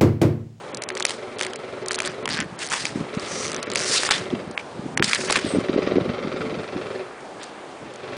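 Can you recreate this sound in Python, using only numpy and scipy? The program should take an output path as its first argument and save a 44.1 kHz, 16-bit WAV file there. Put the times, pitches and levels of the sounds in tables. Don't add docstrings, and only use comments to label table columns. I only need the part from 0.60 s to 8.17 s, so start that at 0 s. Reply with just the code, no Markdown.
import sys
import numpy as np
from scipy import signal
from scipy.io import wavfile
from scipy.ndimage import uniform_filter1d, minimum_filter1d

SR = 44100
rng = np.random.default_rng(int(sys.argv[2]) if len(sys.argv) > 2 else 0)


def volts_from_decibels(level):
    exponent = np.asarray(level, float) / 20
    return 10 ** exponent


def store_wav(level_fs):
    pcm = np.round(np.clip(np.atleast_2d(level_fs), -1, 1) * 32767)
    wavfile.write(sys.argv[1], SR, pcm.T.astype(np.int16))


N = 333820

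# peak time in seconds, peak in dB, ring in Hz,
# treble share in dB.
UPRIGHT_SNAPS = [(0.147, -24.5, 4260, 7), (0.172, -24.5, 4460, 1.5), (0.221, -17.5, 2100, -0.5),
                 (0.237, -17.5, 2040, 0.5), (0.289, -14, 3200, -2), (0.3032, -12, 1770, -17),
                 (0.3522, -25.5, 2700, 6), (0.375, -25, 2730, 5), (0.3996, -14.5, 3960, -1.5),
                 (0.4252, -10.5, 3520, -6), (0.452, -4.5, 2420, -2), (0.495, -17.5, 2840, 1),
                 (0.507, -11.5, 3100, -6), (0.7936, -18, 3180, -2), (0.8115, -7.5, 2320, -3),
                 (0.8324, -13.5, 3500, -4), (0.8494, -12.5, 2270, -7), (0.9344, -17, 3240, -7.5),
                 (0.959, -24, 2580, 2.5), (1.2607, -22, 1990, 0), (1.284, -25, 4900, 14),
                 (1.3094, -7.5, 1600, -11), (1.3882, -10.5, 1610, -7.5), (1.4029, -6, 2450, -6),
                 (1.4204, -13, 1270, -5), (1.6567, -5.5, 3040, -11), (1.6772, -7, 1830, -16),
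                 (1.8031, -9, 1950, -5.5), (1.807, -15, 1900, -13)]
# peak time in seconds, peak in dB, ring in Hz,
# treble share in dB.
MORE_UPRIGHT_SNAPS = [(0.3703, -13, 1700, -16), (0.3854, -26, 2390, -7), (0.4056, -11, 1700, -10),
                      (0.446, -24, 3290, -18.5), (0.4627, -25, 2410, -23), (0.4661, -20, 2350, 4),
                      (0.473, -21, 4030, -32), (0.477, -26.5, 4690, -15), (0.4862, -23, 2350, -4.0),
                      (0.786, -26.5, 3550, 5), (0.8032, -21, 3340, 3), (0.824, -23, 3360, 4),
                      (0.8381, -17, 3450, -12), (0.8524, -28.0, 1210, -11), (0.866, -17, 2060, -3),
                      (1.2935, -21, 1140, -12), (1.315, -15.5, 4090, -0.5), (1.3192, -17.5, 7100, -1),
                      (1.3254, -29, 2070, -26), (1.331, -15.5, 4110, -2), (1.3446, -11, 4100, -3),
                      (1.3504, -19, 6890, 1), (1.3572, -22, 4570, 5), (1.3833, -16, 1160, -20),
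                      (1.4315, -18, 1360, -8), (1.4416, -22, 1290, -7), (1.4504, -13.5, 3290, -8),
                      (1.458, -19.5, 1680, 5), (1.462, -15.5, 1610, -2), (1.468, -22, 1420, -7.0),
                      (1.4749, -13.5, 1620, -3), (1.481, -25, 1160, -19.5)]
# peak time in seconds, peak in dB, ring in Hz,
# treble share in dB.
REGRIP_CRACKLE = [(1.6904, -10.5, 2060, -8), (1.7, -15.0, 1670, -6), (1.7066, -12, 4750, -21),
                  (1.7135, -17, 4750, -17), (1.718, -16, 4700, -15), (1.725, -15, 4750, -13),
                  (1.732, -16, 4700, -5), (1.739, -16.5, 3830, -8), (1.746, -15, 3640, -6),
                  (1.753, -21, 1700, -8.5), (1.7653, -25, 1570, -11), (1.7698, -33, 1590, -7),
                  (1.776, -15, 1830, -11), (1.7844, -23, 1610, -17), (1.79, -20.5, 1680, -24.0),
                  (1.796, -28, 1530, -31), (1.811, -19, 1590, -26), (1.8178, -29, 1530, -9),
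                  (1.824, -24.0, 1590, -5), (2.0454, -20, 6330, -4), (2.051, -23, 6570, -2),
                  (2.059, -27, 3380, 3), (2.066, -22.5, 5530, 3.5), (2.0735, -21, 1940, 0),
                  (2.0812, -27, 2020, -14), (2.088, -23, 2020, 1.0), (2.1007, -21, 7000, -6),
                  (2.105, -21.5, 6290, 1), (2.1114, -18, 2320, -6.5), (2.1266, -20, 2110, 1),
                  (2.1352, -15, 1510, -9), (2.14, -17, 2190, -2), (2.1511, -19, 6700, -8),
                  (2.159, -23, 5530, -1.5), (2.1634, -27, 3620, -3.0), (2.169, -22.0, 1960, -7),
                  (2.175, -17, 1960, -7), (2.179, -19, 1110, -8)]
# peak time in seconds, peak in dB, ring in Hz,
# treble share in dB.
WRUNG_CRACKS = [(2.115, -23, 2150, 1), (2.119, -9.5, 1500, -9), (2.254, -8, 2413, -3.5),
                (2.2676, -15, 4790, -10), (2.5492, -17.5, 1210, -13), (3.029, -15.5, 4710, 1),
                (3.1576, -5, 2250, -2.5), (3.172, -10, 4950, -15), (3.3392, -11, 5020, -5),
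                (3.4337, -4.5, 1690, -7.5), (3.4508, -9, 4450, -12), (3.4903, -5, 1300, -13),
                (3.5088, -1, 4000, -6), (3.5104, -3, 1970, -14), (3.5125, -6, 900, -22),
                (3.5217, -4.5, 3406, -15), (3.5302, -12, 4300, -9), (3.977, -2, 2210, -43),
                (4.375, -3, 2120, -7), (4.3965, -9, 1844, -40), (4.42, -16, 1300, -40),
                (4.425, 2.5, 1730, -21), (4.4437, -6, 5340, -3.5), (4.513, -8, 1920, -24),
                (4.5325, -0.5, 2337, -7.5), (4.5478, -9.5, 4200, 1), (4.6994, -3.5, 1098, -20),
                (4.703, -8, 800, -17), (4.7075, -5.5, 5170, -6), (4.721, -17, 4430, 4),
                (4.725, -2.5, 2500, -3), (4.7577, 3.5, 1578, -23), (4.7619, -2.5, 2440, -9)]
# peak time in seconds, peak in
# dB, ring in Hz, treble share in dB.
NECK_NOTCHES = [(2.826, -21, 2094, -4), (2.8315, -17, 2170.0, -5), (2.8359, -20, 6050.0, -6),
                (2.843, -19.0, 1940.0, -5), (2.8464, -20, 6070.0, -2), (2.8525, -17, 2070.0, -2),
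                (2.859, -19.5, 6200.0, -2), (2.8672, -16, 6140.0, -14), (2.873, -23, 1340.0, -6),
                (2.8806, -16, 5800, -9), (2.8884, -27, 2240.0, -4), (2.897, -26, 2150.0, 2),
                (2.9062, -25, 1250.0, -2), (2.9178, -18, 3900, -1), (2.9307, -19, 1590.0, -3),
                (2.9458, -14.5, 5840, -10), (2.9643, -14.5, 6050, -15), (3.1013, -16, 4460.0, -5),
                (3.117, -18, 3940, -0.5), (3.1357, -19.5, 2200.0, 4), (3.1505, -16.5, 4660, -2.5),
                (3.1763, -16, 4630.0, -6.5), (3.182, -15, 6200, -8), (3.1922, -14, 5680.0, -8),
                (3.2032, -16, 2240.0, -5), (3.211, -17, 5545, -5), (3.216, -17, 5750.0, -5),
                (3.222, -18, 1680.0, -5), (3.2272, -16, 6050.0, -9), (3.235, -15, 5900.0, -8),
                (3.245, -16, 5870, -10), (3.2537, -22, 5680.0, -5), (3.2616, -24, 6050.0, -4),
                (3.2691, -20, 5880, -2), (3.276, -24, 1760, -2), (3.28, -22, 4440.0, -1)]
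# peak time in seconds, peak in dB, ring in Hz, treble share
# in dB.
SMALL_CREASES = [(3.458, -16, 2670, -1), (3.4639, -18, 2090, 3), (3.4707, -17.5, 2137, -5),
                 (3.361, -10, 3012, 0), (3.3335, -19, 3000, -4), (3.505, -9, 1494, -27),
                 (3.5345, -23, 3230, -13), (3.543, -14, 2730, -6), (3.5486, -22, 4190, -7),
                 (4.48, -15.5, 2760, -4.0), (4.4922, -17.5, 4330, -5.0), (4.612, -16, 2440, -10),
                 (4.657, -24, 2000, 0), (4.768, -7, 1120, -19.0)]
# peak time in seconds, peak in dB, ring in Hz, treble
# share in dB.
SETTLING_TICKS = [(1.991, -30.5, 5000, 7), (3.657, -24, 3140, -23), (3.704, -21.5, 3180, -27),
                  (3.753, -25, 3060, -20), (3.912, -34.5, 1300, 5.5), (4.852, -23, 4660, -3),
                  (6.607, -40, 5400, -2), (2.597, -25.5, 4860, 2.5), (6.832, -30, 4760, 5.5),
                  (6.84, -28.5, 4740, 1.5), (7.338, -34, 6360, -1.5), (7.359, -34.5, 6460, 1.5)]

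# (time in seconds, effort in dB).
NECK_TURNS = [
    (9.5, [(.36, -57.5), (.46, -46), (.52, -45.5), (.58, -62)]),
    (-4.5, [(.79, -47), (.83, -38), (.88, -43)]),
    (-7, [(1.3, -42), (1.42, -43), (1.47, -31.5), (1.5, -39.5)]),
    (-25, [(1.7, -31), (1.75, -26.5), (1.79, -35.5), (1.81, -29), (1.87, -87)]),
    (2.5, [(1.98, -49.5), (2.025, -29.5), (2.08, -54), (2.125, -34), (2.18, -35), (2.24, -38), (2.275, -34.5), (2.33, -51.5), (2.4, -49)]),
    (1.5, [(2.54, -46), (2.58, -57), (2.61, -39.5), (2.7, -40.5), (2.82, -37.5), (2.86, -44), (2.9, -45), (2.98, -45.5)]),
]
# (time in seconds, effort in dB).
HARD_TURNS = [
    (8, [(3.16, -39), (3.25, -38.5), (3.32, -31), (3.38, -24.5), (3.39, -32.5)]),
    (-2.5, [(3.41, -38), (3.45, -27), (3.48, -30.5), (3.5, -40.5), (3.515, -21.5), (3.56, -26.5), (3.6, -35.5), (3.68, -52)]),
    (-14, [(3.995, -55), (4.06, -57), (4.15, -57)]),
    (0.5, [(4.43, -28), (4.455, -27.5), (4.51, -31), (4.56, -28), (4.63, -39.5), (4.66, -37.5), (4.69, -33)]),
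    (1, [(4.69, -43), (4.705, -45), (4.735, -31), (4.77, -30), (4.82, -40), (4.87, -39.5), (5.0, -46)]),
    (-4.5, [(6.8, -47), (6.836, -42), (6.85, -47)]),
]
# time in seconds, slip rate in Hz, irregularity from 0 to 1.
SLIP_RATE = [(0, 250, 0.5), (1.68, 158.4, 0.36), (1.86, 150, 0.3), (2.0, 897, 0.62), (2.6, 896.6, 0.46),
             (2.8, 300.6, .2), (2.87, 149.7, 0.17), (3.15, 120.6, 0.34), (3.25, 217.3, 0.33),
             (3.33, 503, .22), (3.36, 1350, 0.07), (3.383, 1400, 0.09), (3.39, 994, 0.51), (5.1, 992, 0.65)]
# centre in Hz, width in Hz, level in dB.
WALL_MODES = [(1714, 950, 9.5), (3550, 1110, 9), (4910, 1330, 5), (6380, 4800, -4.5), (8050, 4100, -22.5)]
# start in seconds, end in seconds, centre in Hz, width in Hz, level in dB.
TAUT_PANELS = [(1.752, 1.86, 1680, 500, -34), (2.1, 2.183, 1030, 650, -27), (2.66, 2.92, 5830, 530, -36),
               (3.984, 4.016, 2390, 500, -35.5), (2.32, 3.22, 1300, 120, -43),
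               (3.166, 3.33, 5500, 710, -43), (4.848, 4.98, 8200, 260, -40), (4.55, 4.7, 5500, 2500, -42)]

# first blow in seconds, end in seconds, blow rate in Hz, clang over drum in dB.
HAMMER_BURSTS = [
    (0.034, 1.64, 22, -6.5),
    (2.303, 3.82, 22.18, -2),
    (4.587, 6.42, 22.15, -5),
    (7.253, 7.6, 22.35, -5),
]
# time in seconds, level in dB.
HAMMER_FORCE = [(0, -41.5), (.4, -41), (1.3, -39), (1.7, -38), (2.3, -45.5), (2.55, -40), (3.15, -37),
                (3.75, -40.5), (4.6, -37.5), (5.1, -34.5), (5.3, -31), (5.45, -34.5), (6.0, -35.5),
                (6.4, -36.5), (7.25, -50), (7.38, -47), (7.43, -40), (7.57, -34)]
# centre in Hz, width in Hz, level in dB.
DRUM_MODES = [(371.3, 12.1, 7.5), (438, 10.6, 6), (503, 31, 0), (584, 57, 0.5), (250, 17.3, -3.5),
              (115.3, 26, -8), (800, 260, -13.5)]
# centre in Hz, width in Hz, level in dB.
CLANG_MODES = [(1182, 316, 10), (1400, 280, 13.5), (2150, 2110, 6.5), (2670, 660, 6), (3580, 1700, -21)]
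# centre in Hz, width in Hz, level in dB.
STEEL_MODES = [(1126, 29, 15.5), (1300, 29, 9.5), (2109, 40, 12.5), (2320, 60, 0), (2714, 48, 5),
               (3125, 34, -1.5), (4090, 33, -1.5)]
# time in seconds, lag in seconds.
GROUND_LAG = [(0, 0.000935), (4.9, 0.001044), (5.4, 0.001007), (5.8, .0008), (6.0, 0.00115), (7.6, 0.00117)]

# strongest moment in seconds, buffet in dB, dying length in seconds.
WIND_GUSTS = [(.08, -46, 0.14), (1.5, -45.5, 0.17), (1.8, -33.5, 0.096), (2.2, -40, 0.23),
              (2.41, -30, 0.11), (2.56, -42, 0.057), (2.9, -36.5, 0.28), (3.15, -38, 0.13),
              (3.6, -39.5, 0.097), (3.73, -27, 0.05), (3.85, -42, 0.11), (4.3, -30.5, 0.13),
              (4.7, -33.5, 0.18), (4.969, -23, 0.054), (5.35, -24, 0.14), (5.5, -32, 0.14),
              (5.67, -25.5, 0.019), (5.88, -30.5, 0.15), (6.16, -32, 0.068), (6.35, -51, 0.2),
              (6.77, -48, 0.064), (7.27, -37.5, 0.062)]
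# time in seconds, peak in dB, pitch in Hz.
PORT_EDDIES = [(1.929, -19, 185), (2.3606, -6.5, 246), (2.3758, -11, 290), (2.4044, -14, 292),
               (2.4125, -9.5, 240), (2.5754, -6.5, 205), (2.9431, -14.5, 392), (3.0786, -11, 406),
               (3.1249, -17, 369.7), (3.303, -13.5, 370.4), (3.3983, -17, 414), (3.51, -18, 330),
               (3.73, -9, 330), (3.7388, -3.5, 246), (3.879, -15.5, 182), (3.909, -18.5, 319),
               (4.1969, -14.5, 197), (4.264, -11.5, 276), (4.404, -7, 171), (4.407, -5.5, 343),
               (4.401, -7.5, 350), (4.419, -11, 330), (4.481, -17, 181), (4.64, -17, 520),
               (4.665, -22, 481), (4.712, -5, 561), (4.772, -10, 603), (4.7817, -12, 310),
               (4.849, -4.5, 275.5)]
# time in seconds, peak in dB, pitch in Hz.
SQUALL_EDDIES = [(4.94, -4, 278), (4.9497, -2, 430), (4.9579, -2.5, 437), (4.963, -5, 283),
                 (4.9734, -4, 250), (4.9876, 0, 250), (5.098, -1, 315), (5.143, -9, 250), (5.164, 0, 310),
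                 (5.1816, 0, 472), (5.1913, -0.5, 376), (5.2756, -1, 400), (5.322, -0.5, 420),
                 (5.361, -0.5, 324), (5.373, 1.5, 290), (5.384, 3.5, 422), (5.462, -5.5, 385),
                 (5.5921, -15, 503), (5.6524, -9.5, 233), (5.6754, -7, 328), (5.745, -9, 285),
                 (5.868, -18, 169), (5.956, -14, 410), (6.1643, -9, 250)]
# time in seconds, peak in dB, pitch in Hz.
SOFT_EDDIES = [(1.746, -21, 150), (1.797, -13, 208), (1.83, -19, 250), (1.863, -21.5, 172)]
# frequency in Hz, level in dB per Hz.
GARDEN_SPECTRUM = [(25, -24.5), (128, -11.5), (302, -0.5), (418, 3.5), (889, -1.5), (6650, -26),
                   (10200, -24.5), (13300, -43)]


def unit(x):
    return x / np.sqrt(np.mean(x ** 2))


def curves(table):
    s, *columns = np.transpose(table)
    return [np.interp(np.arange(N) / SR, s, c) for c in columns]


def band(x, lo_hz, hi_hz, order=2):
    edges = [lo_hz, min(hi_hz, .45 * SR)]
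    return signal.sosfilt(signal.butter(order, edges, "band", fs=SR, output="sos"), x)


def body(x, modes):
    out = 0
    for k, (hz, width, db) in enumerate(modes):
        out = out + (-1) ** k * volts_from_decibels(db) * signal.lfilter(*signal.iirpeak(hz, hz / width, SR), x)
    return out


def walk(rate):
    hold = int(SR / rate)
    steps = np.repeat(rng.standard_normal(N // hold + 1), hold)
    return unit(uniform_filter1d(steps, hold)[:N])


def add(out, s, grain):
    i = int(s * SR)
    out[i:i + len(grain)] += grain[:max(N - i, 0)]


def snaps(rise_s=0.00051, fall_s=0.0015, tail_s=0.0012, tail_db=-18, ring_width_hz=500):
    out = np.zeros(N)
    t = np.arange(1500) / SR - .004
    fall = np.exp(-t / fall_s) + volts_from_decibels(tail_db) * np.exp(-t / tail_s)
    shape = np.where(t < 0, np.exp(t / rise_s), fall)
    ring_shape = np.where(t < 0, np.exp(t / 0.0001), np.exp(-np.pi * ring_width_hz * t))
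    folds = UPRIGHT_SNAPS + WRUNG_CRACKS + SETTLING_TICKS + MORE_UPRIGHT_SNAPS
    folds = folds + REGRIP_CRACKLE + NECK_NOTCHES + SMALL_CREASES
    for s, db, hz, treble_db in folds:
        noise = rng.standard_normal((2, 1500)) * shape
        ring = np.sin(2 * np.pi * hz * t) * ring_shape
        dull = band(noise[0], 775, 3670, order=3)
        bright = band(noise[1], 4180, 10250) + body(noise[1], [(4650, 830, 0.91), (6050, 320, 8.0)])
        crack = volts_from_decibels(-6.5) * dull / np.abs(dull).max() + ring
        treble = bright / np.abs(bright).max()
        add(out, s + t[0], volts_from_decibels(db - 1.5) * crack + volts_from_decibels(db + treble_db) * treble)
    return out


def even(x):
    return x / np.sqrt(uniform_filter1d(x ** 2, size=1500) + 1e-9)


def creak(scatter_db=3.0, smear_s=0.0056, rub_db=-4, patchy_db=1.84, jerk_db=2.4):
    hz, loose = curves(SLIP_RATE)
    jerk = volts_from_decibels(jerk_db * loose * walk(140))
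    cycles = np.cumsum(hz * np.exp(loose * walk(900))) / SR
    slips = np.diff(np.floor(cycles), prepend=0) * volts_from_decibels(scatter_db * 2 * loose * walk(900))
    decay = np.exp(-1 / (smear_s * SR))
    burst = signal.lfilter([1], [1, -decay], slips) * rng.standard_normal(N)
    rub = volts_from_decibels(rub_db) * loose * rng.standard_normal(N)
    drive = jerk * (even(2 * loose * even(burst) + (1 - loose) * even(slips)) + rub)

    wall = volts_from_decibels(-23.0) * drive
    for k, mode in enumerate(WALL_MODES):
        wall = wall + volts_from_decibels(patchy_db * walk(40)) * body(drive, [mode]) * (-1) ** min(k, 2)
    high = unit(band(wall, 4320, 11200, order=1))
    low = unit(band(wall, 670, 5740))

    out = np.zeros(N)
    for bright_db, turn in NECK_TURNS + HARD_TURNS:
        effort = [(turn[0][0] - .03, -100)] + turn + [(turn[-1][0] + 0.31, -100)]
        out += volts_from_decibels(curves(effort)[0]) * (low + volts_from_decibels(bright_db) * high)
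    for start, end, panel_hz, width, db in TAUT_PANELS:
        touch = drive[int(start * SR):int(end * SR)]
        song = unit(body(touch, [(panel_hz, width, 0)]))
        add(out, start, volts_from_decibels(db) * song * np.sqrt(np.hanning(len(touch))))
    return out


def hammer(hold_s=0.0089, fall_s=0.019, plateau=0.5, crack_db=4.0, crack_s=0.002, wall_s=0.0092,
           uneven_db=1.0, blow_db=-2.5, bite_db=1.5, bite_at=0.31):
    t = np.arange(int(.15 * SR)) / SR
    slap = np.exp(-t / crack_s) + (t > wall_s) * np.exp(-np.abs(t - wall_s) / crack_s)
    shape = np.exp(-np.maximum(t - hold_s, 0) / fall_s) + plateau * np.exp(-t / 0.24)
    shape = shape + volts_from_decibels(crack_db) * slap

    blows, spread = np.zeros(N), np.zeros(N)
    force_db, = curves(HAMMER_FORCE)
    clang_db = np.full(N, -8.)
    for start, end, hz, db in HAMMER_BURSTS:
        i, j = int(start * SR), min(int(end * SR), N)
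        progress = np.arange(N - i) / (j - i)
        clang_db[i:] = db + np.interp(progress, [0, bite_at, 1], [0, bite_db, -bite_db])
        for s in np.arange(start, end, 1 / hz):
            strength = volts_from_decibels(uneven_db * rng.standard_normal())
            add(blows, s + 0.001202, strength * np.ones(1))
            add(spread, s + 0.001213, strength * shape * rng.standard_normal(len(t)))

    drum = body(volts_from_decibels(blow_db) * unit(blows) + unit(spread), DRUM_MODES)
    direct = blows + np.roll(blows, int(wall_s * SR))
    clang = body(spread + volts_from_decibels(26.5) * direct, CLANG_MODES + STEEL_MODES)
    clang = band(clang + volts_from_decibels(-9.5) * np.roll(spread, 400), 630, 4870, order=3)
    lag_s, = curves(GROUND_LAG)
    clang = clang + 0.21 * np.interp(np.arange(N) - lag_s * SR, np.arange(N), clang)
    return volts_from_decibels(force_db + 2.0) * unit(drum) + volts_from_decibels(force_db + clang_db) * unit(clang)


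def wind(flutter_db=4.0, grow=0.95, stop=0.53, drop_db=6, rise=0.73, calm_db=-57):
    t = np.arange(N) / SR
    levels = []
    for s, db, length in WIND_GUSTS:
        levels.append(db - drop_db * np.maximum(t - s, (s - t) / rise) / length)
    gust = volts_from_decibels(np.max(levels, axis=0).clip(calm_db))
    rumble = unit(band(rng.standard_normal(N), 115.0, 360))
    out = gust * volts_from_decibels(-2.0 + flutter_db * walk(35)) * rumble
    for s, db, hz in PORT_EDDIES + SQUALL_EDDIES + SOFT_EDDIES:
        cycle = np.arange(-1500, 800) * hz / SR
        shape = np.exp(-(cycle / np.where(cycle < 0, grow, stop)) ** 2)
        eddy = shape * np.cos(2 * np.pi * (cycle + rng.random()))
        add(out, s - 1500 / SR, volts_from_decibels(db - 7.5) * eddy)
    return out


def garden(level_db=-38.5):
    table_hz, table_db = np.transpose(GARDEN_SPECTRUM)
    out, swell = 0, walk(7.7)
    for hz in 30 * 2 ** np.arange(0, 8.6, .5):
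        db = np.interp(np.log(hz), np.log(table_hz), table_db) + 0.16 * swell + 1.42 * walk(13)
        out = out + volts_from_decibels(db) * band(rng.standard_normal(N), hz / 2 ** 0.34, hz * 2 ** 0.31)
    return volts_from_decibels(level_db) * unit(out)


def scene():
    return (snaps() + creak() + hammer() + wind() + garden())[None]


def gate_treble(x, depth_db=-14, from_hz=3000, mask_db=-48):
    f, _, cells = signal.stft(x, SR, nperseg=256)
    power = uniform_filter1d(np.abs(cells) ** 2, size=4, axis=0)
    power = uniform_filter1d(power, size=2, axis=1)
    loudest = -minimum_filter1d(-power, size=17, axis=1)
    luck = np.kron(rng.standard_normal((33, 700)), np.ones((4, 4), int))[:129, :cells.shape[1]]
    slack = (1 + np.maximum(2 * from_hz / (f + 1) - 1, 0) ** 2)[:, None]
    heard = power > loudest * volts_from_decibels(2 * (depth_db + 3 * luck[:, ::-1]) * slack)
    smooth = uniform_filter1d(power, size=6, axis=1)
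    masked = smooth < smooth.max(axis=0) * volts_from_decibels(2 * (mask_db + 6 * luck))
    masked = masked & (f > 4200)[:, None]
    return signal.istft(cells * (heard & ~masked), SR)[1][:N]


def roll_off(x):
    return signal.sosfilt(signal.butter(12, 15800, fs=SR, output="sos"), x)


def record(dry):
    low_pass = signal.ellip(10, .1, 55, 10000, fs=SR, output="sos")
    x = signal.sosfiltfilt(low_pass, gate_treble(dry[0]))
    return roll_off(np.clip(x, -.73, .73)[None])


dry = scene()
out = record(dry)
store_wav(out)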